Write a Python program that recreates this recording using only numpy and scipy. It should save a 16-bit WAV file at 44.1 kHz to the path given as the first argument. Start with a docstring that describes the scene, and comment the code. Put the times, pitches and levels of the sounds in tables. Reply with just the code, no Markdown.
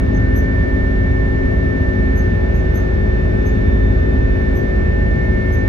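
"""Jet airliner cabin, window seat, climbing after take-off; heard by a phone with two microphone ports.
The exhaust rumbles through the fuselage and air rushes over the skin. The fan hums on every multiple
of its shaft speed (buzz-saw) and one order whines high above. Behind them: thin tones of the
electrics, short raspy chirps near 6 kHz and faint dry ticks."""
import sys
import numpy as np
from scipy import signal
from scipy.fft import rfft, irfft
from scipy.io import wavfile
from scipy.ndimage import uniform_filter1d

SR = 44100
rng = np.random.default_rng(int(sys.argv[2]) if len(sys.argv) > 2 else 0)


def master(y):
    """Save y as 16-bit WAV."""
    cut = np.clip(np.atleast_2d(y).T, -1, 1)
    pcm = np.round(cut * 32767)  # scale
    wavfile.write(sys.argv[1], SR, pcm.astype(np.int16))


N = 250488
T = np.arange(N) / SR
BINS_HZ = np.maximum(np.arange(N // 2 + 1) * SR / N, 1)


# Exhaust noise density: freq_hz, left_db, right_db
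RUMBLE_SPECTRUM = [(12, -72, -68), (22, -56, -47), (32, -44.5, -38), (55, -43, -37.5), (71.5, -33.5, -31),
                   (104.4, -39, -40), (141, -48, -49.5), (174, -44, -46.5), (268, -48.5, -52.5),
                   (389, -50, -50.5), (428, -52, -63), (520, -60.5, -63.5), (633.4, -53, -60),
                   (867, -81.5, -72)]
# Level curve of the rumble's 60-140 Hz band, about its mean: time_s, level_db
DEEP_BAND_LEVEL = [(0, 0), (.6, .7), (.88, -2.5), (1.16, 1), (1.32, -2.6), (1.8, .3), (2, -1.6),
                   (2.24, 1.5), (2.48, -.3), (3.24, -.9), (3.56, .6), (4.12, 1.2), (4.48, -1.6),
                   (4.76, -1.4), (5, 1.5), (5.28, -1), (5.68, 0)]

def exhaust_rumble(deep_band_hz=(60, 140)):
    """Exhaust roar through the fuselage, with its deep band held to a level curve."""
    body = turbulent_noise(RUMBLE_SPECTRUM)
    deep = signal.sosfiltfilt(signal.butter(2, deep_band_hz, "band", fs=SR, output="sos"), body)
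    power = uniform_filter1d(np.mean(deep ** 2, axis=0), size=SR // 4)
    levelling = np.sqrt(power.mean() / power)
    deep_gain = undb(at_times(DEEP_BAND_LEVEL)) * levelling
    return body + deep * (deep_gain - 1)


# Strong shaft tones: order (rounded in use), left_db, right_db, left_lead_rad, waver_depth
STRONG_TONES = [(1, -19.5, -19.5, 0.36, 0.05), (2, -25.5, -33, 0.6, .35), (3, -33, -38, 0.46, .25),
                (4, -29, -34.5, 0.5, 0.1), (5, -26, -27, 0.68, 0.06), (6, -51.5, -46.5, .8, 0.4),
                (7, -24, -43.5, -3, 0.08), (8, -28.5, -34, 2.5, 0.2), (9, -31.5, -34.5, -2.5, .12),
                (10, -42, -37, -0.9, 0), (11, -42, -43.5, 1.86, 0.7), (12, -48.5, -47, 2.5, 0),
                (13, -51.5, -52.5, 3, 0), (14, -56, -50, -1.5, 0), (16, -50.5, -51, 0.5, 0.6),
                (25, -59, -52.5, -2.3, 0.5), (27, -56.5, -47, -3.1, .2), (29, -60.5, -49.5, -0.4, 1),
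                (32, -57, -52.5, 3, .4), (33, -55.5, -48, 1, 0.8), (36, -56.5, -54.5, 2, .5),
                (41, -63, -52.5, -0.5, 0.5), (43, -56, -47, 1.2, .25), (44, -66, -54.5, 2.5, 0.6),
                (48, -60.5, -50.5, 1.7, .2), (52, -63.5, -60.5, 1.7, 0.6), (67.86, -60, -62.5, -0.4, .25),
                (73.6, -72.5, -70, -1, .5)]
# Weak tones between them: freq_hz, level_db
WEAK_TONES = [(900, -61.5), (1200, -56), (1700, -59.5), (2100, -62.5), (2600, -68), (3200, -70.5),
              (3800, -75), (4600, -79)]

def buzz_saw(shaft_rad, shaft_hz, whine_offset_hz, top_order=87, scatter_db=3.5, weak_waver=0.45):
    """Unequal fan blades sound every shaft multiple; turbulence shakes each one's paths to the ports."""
    strong = {round(order): row for order, *row in STRONG_TONES}
    air = flutter(3) + 0.36 * flutter(22)
    out = np.zeros((2, N))
    for order in range(1, top_order + 1):
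        freq_hz = order * shaft_hz
        blade_db = scatter_db * rng.standard_normal()
        phase_rad = 2 * np.pi * rng.random()
        shifts = rng.integers(0, N, 2)
        coherence, lead_rad = at_freqs(PORT_PATHS, freq_hz)
        if order in strong:
            left_db, right_db, lead_rad, waver = strong[order]
            gain = undb([[left_db], [right_db]])
        else:
            gain = undb(at_freqs(WEAK_TONES, freq_hz) + blade_db) * pan(-2.2)
            waver = weak_waver
        left_air = np.roll(air, shifts[0])
        right_air = coherence * left_air + complement(coherence) * np.roll(air, shifts[1])
        paths = np.array([(1 + waver * left_air) * np.exp(1j * lead_rad), 1 + waver * right_air])
        tone = (paths * np.exp(1j * (order * shaft_rad + phase_rad))).real
        unit_rms = np.sqrt(2 / (1 + waver ** 2))
        out += gain * order_swell(order, whine_offset_hz) * unit_rms * tone
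    return out


# Tone level against whine pitch: order, slope_db_per_hz
ORDER_SLOPES = [(8, -0.85), (41, 2.3), (43, .5), (48, -0.3), (68, -1.7)]
# Slow fades and swells of single engine tones: order, centre_s, half_width_s, change_db
ORDER_FADES = [(1, 1.85, 0.14, -5), (1, 2.98, 0.099, 4.5), (1, 3.9, 0.2, 5), (3, 1.2, 1.6, 1.5),
               (4, 1.1, 0.33, -4), (5, 2.85, 0.52, -13.5), (5, 5.07, 0.49, -12.5), (7, 0.44, 2.1, -2),
               (9, 0.74, 3, -6.5), (43, 2.8, 0.18, -5.5), (43, 4.0, .25, -5.5), (48, 0.8, 1.3, -12),
               (68, 1.6, 1.1, -2)]

def order_swell(order, whine_offset_hz):
    """Gain of one shaft order: follows fan speed, slowly fades and swells."""
    speed_db = sum(slope * whine_offset_hz for k, slope in ORDER_SLOPES if k == order)
    fade_db = sum(change_db * np.exp(-((T - centre_s) / half_width_s) ** 2)
                  for k, centre_s, half_width_s, change_db in ORDER_FADES if k == order)
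    return undb(speed_db + fade_db)


# Whine swells in, sinks as the fan eases, returns: time_s, level_db
WHINE_ENVELOPE = [(0, -33), (.07, -33), (.21, -28.5), (1.3, -28.3), (2, -28.5), (2.5, -30.7), (3.5, -31.3),
                  (4.3, -30.2), (4.8, -30.1), (5.1, -28.3), (5.68, -28.6)]

def whine(blade_rad, offset_hz, lead_rad=2.05, lead_rad_per_hz=-0.084, octave_db=-62):
    """Blade-passing tone, roughened by the turbulent air it crosses, with a hoarse octave."""
    paths = np.array([1 + 0.099 * flutter(7.4) + 0.15 * flutter(55) for _ in range(2)])
    paths[0] *= np.exp(1j * (lead_rad + lead_rad_per_hz * offset_hz))
    blades = np.exp(1j * blade_rad)
    tone = undb(at_times(WHINE_ENVELOPE)) * paths * blades
    octave = undb(octave_db) * stereo_flutter(22) * blades ** 2
    return np.sqrt(2) * pan(-2.4) * (tone + octave).real


# Whine pitch as the fan eases and picks up: time_s, pitch_hz
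BLADE_PITCH = [(0, 1792), (1, 1793.5), (1.5, 1791.8), (2.7, 1791.3), (3.7, 1788.8), (4.4, 1791),
               (5, 1793.9), (5.68, 1795.5)]

def fan(whine_order=34):
    """One shaft speed drives both buzz-saw and whine."""
    whine_hz = at_times(BLADE_PITCH)
    offset_hz = whine_hz - whine_hz.mean()
    shaft_hz = whine_hz / whine_order
    shaft_rad = 2 * np.pi * np.cumsum(shaft_hz) / SR
    return buzz_saw(shaft_rad, shaft_hz.mean(), offset_hz) + whine(whine_order * shaft_rad, offset_hz)


# Airflow noise density: freq_hz, left_db, right_db
RUSH_SPECTRUM = [(600, -83.5, -85), (797, -63, -70), (1110, -70.5, -66), (1300, -71.5, -70.5),
                 (1570, -79, -72), (2140, -74, -77), (2770, -88, -80.5), (4200, -91, -86),
                 (4840, -91.5, -91), (6200, -96.5, -90.5), (7680, -103.5, -108), (10300, -110, -110),
                 (12300, -110, -109), (13200, -115, -115), (15500, -120, -120), (20000, -125, -125)]

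def air_rush():
    """Air over the skin, gusting slightly."""
    gust_db = 0.4 * flutter(1.8).real
    return undb(gust_db) * turbulent_noise(RUSH_SPECTRUM)


# High chirps: start_s, pitch_hz, level_db, octave_db, pan_db, rasp_ratio
CHIRP_EVENTS = [(.125, 6250, -54, -69.5, -10, .4), (.346, 6092, -45.5, -44, -4, 0.6),
                (2.151, 6320, -46.5, -52, -5, 0.35), (2.529, 6340, -53.5, -57.5, -6, .35),
                (2.738, 6310, -46, -49, -4, 0.5), (2.73, 6070, -62, -54, -5, 0.8),
                (3.445, 6320, -48, -54, -3, 0.2), (4.544, 6110, -53, -47.5, -6, 0.9),
                (5.513, 6300, -48.5, -56, -3.5, 0.4)]

def chirps():
    """Short, raspy chirps near 6 kHz: an unsteady tone and a briefer octave."""
    tone_waver, octave_waver, roughness = stereo_flutter(45), stereo_flutter(70), stereo_flutter(170)
    out = np.zeros((2, N))
    for start_s, pitch_hz, level_db, octave_db, pan_db, rasp in CHIRP_EVENTS:
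        carrier = np.exp(2j * np.pi * pitch_hz * (T - start_s))
        clean = complement(rasp)
        tone = (clean * (0.58 + 0.96 * tone_waver) + rasp * roughness) * carrier
        octave = (clean * (0.93 + octave_waver) + rasp * roughness) * carrier ** 2
        out += pan(pan_db) * undb(level_db) * burst(start_s, 0.022, 0.04, 0.037) * tone.real
        out += pan(-2.5) * undb(octave_db) * burst(start_s, 0.021, 0.034, 0.022) * octave.real
    return out


# Faint ticks: start_s, level_db
TICK_EVENTS = [(1.105, -56), (1.755, -60), (2.137, -58), (2.642, -60), (4.185, -58), (5.154, -55)]

def ticks(band_hz=(4000, 12500), decay_s=0.006):
    """Dry, bright ticks of band-passed noise."""
    bandpass = signal.butter(2, band_hz, "band", fs=SR, output="sos")
    crack = signal.sosfilt(bandpass, rng.standard_normal((2, N)))
    return crack * sum(undb(level_db) * burst(start_s, 0.004, 0.004, decay_s)
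                       for start_s, level_db in TICK_EVENTS)


# Tones of the electrics: pitch_hz, level_db
ELECTRIC_TONES = [(5373, -74), (5599, -78.5), (9598, -78), (10401, -84), (11197, -81.5), (12000, -84.5),
                  (12800, -89), (13600, -89)]

def electrics(waver=0.35, rise_s=0.7):
    """Thin, wavering tones far above the roar, rising from half amplitude."""
    tones = sum(undb(level_db) * (1 + waver * flutter(6)) * np.exp(2j * np.pi * pitch_hz * T)
                for pitch_hz, level_db in ELECTRIC_TONES)
    entry = np.interp(T, [0, rise_s], [0.5, 1])
    return pan(-7) * np.sqrt(2) * tones.real * entry


# Cabin sound at the two ports: freq_hz, coherence, left_lead_rad
PORT_PATHS = [(25, 0.94, 0.28), (89, 1, 0.25), (215, 1, 0.13), (279, 0.7, 0.93), (406, 0.6, 2.33),
              (535, 0.6, 4.48), (820, 0.44, 4.04), (1060, 0.43, 2.85), (1840, 0.9, 1.75), (2400, 0.6, 1.48),
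              (3200, 0, 1.8), (5000, .05, 1.8)]

def turbulent_noise(spectrum):
    """Shaped noise: long waves reach both ports alike, short ones differ."""
    coherence, lead_rad = at_freqs(PORT_PATHS, BINS_HZ)
    coherence = np.clip(coherence, 0, 0.999)
    shared, own = rfft(rng.standard_normal((2, N)))
    ports = np.array([shared * np.exp(1j * lead_rad), coherence * shared + complement(coherence) * own])
    low_hz, high_hz = spectrum[0][0], spectrum[-1][0]
    band = 1 / (1 + (BINS_HZ / high_hz) ** 12) / (1 + (low_hz / BINS_HZ) ** 12)
    return irfft(ports * undb(at_freqs(spectrum, BINS_HZ)) * band, N) * np.sqrt(SR / 2)


def flutter(width_hz):
    """Complex unit-power wavering, mostly slower than width_hz."""
    real, imag = irfft(rfft(rng.standard_normal((2, N))) / (1 + (BINS_HZ / width_hz) ** 2), N)
    waver = real + 1j * imag
    return waver / np.sqrt(np.mean(abs(waver) ** 2))


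def stereo_flutter(width_hz):
    """Independent flutter per port."""
    return np.array([flutter(width_hz), flutter(width_hz)])


def burst(start_s, rise_s, decay_after_s, decay_s):
    """Envelope: linear rise, hold, exponential decay."""
    age_s = T - start_s
    return np.clip(age_s / rise_s, 0, 1) * np.exp(-np.maximum(age_s - decay_after_s, 0) / decay_s)


def at_times(table):
    """Table interpolated at every sample."""
    return np.interp(T, *np.transpose(table))


def at_freqs(table, freq_hz):
    """Table columns interpolated over log frequency."""
    knots_hz, *columns = np.transpose(table)
    return np.array([np.interp(np.log(freq_hz), np.log(knots_hz), column) for column in columns])


def complement(gain):
    """Gain that fills a mix to unit power."""
    return np.sqrt(np.maximum(1 - gain ** 2, 0))


def pan(pan_db):
    """Port gains for a left-minus-right level."""
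    return undb(np.array([[pan_db], [-pan_db]]) / 2)


def undb(db):
    """Decibels to gain."""
    return 10 ** (np.asarray(db) / 20)


def scene():
    """Engine and airflow over faint, high sounds."""
    return exhaust_rumble() + fan() + air_rush() + chirps() + ticks() + electrics()


def record(dry):
    """The phone cuts the top."""
    cutoff_hz = 15700
    return signal.sosfilt(signal.ellip(8, 0.1, 70, cutoff_hz, fs=SR, output="sos"), dry)


dry = scene()
out = record(dry)
master(out)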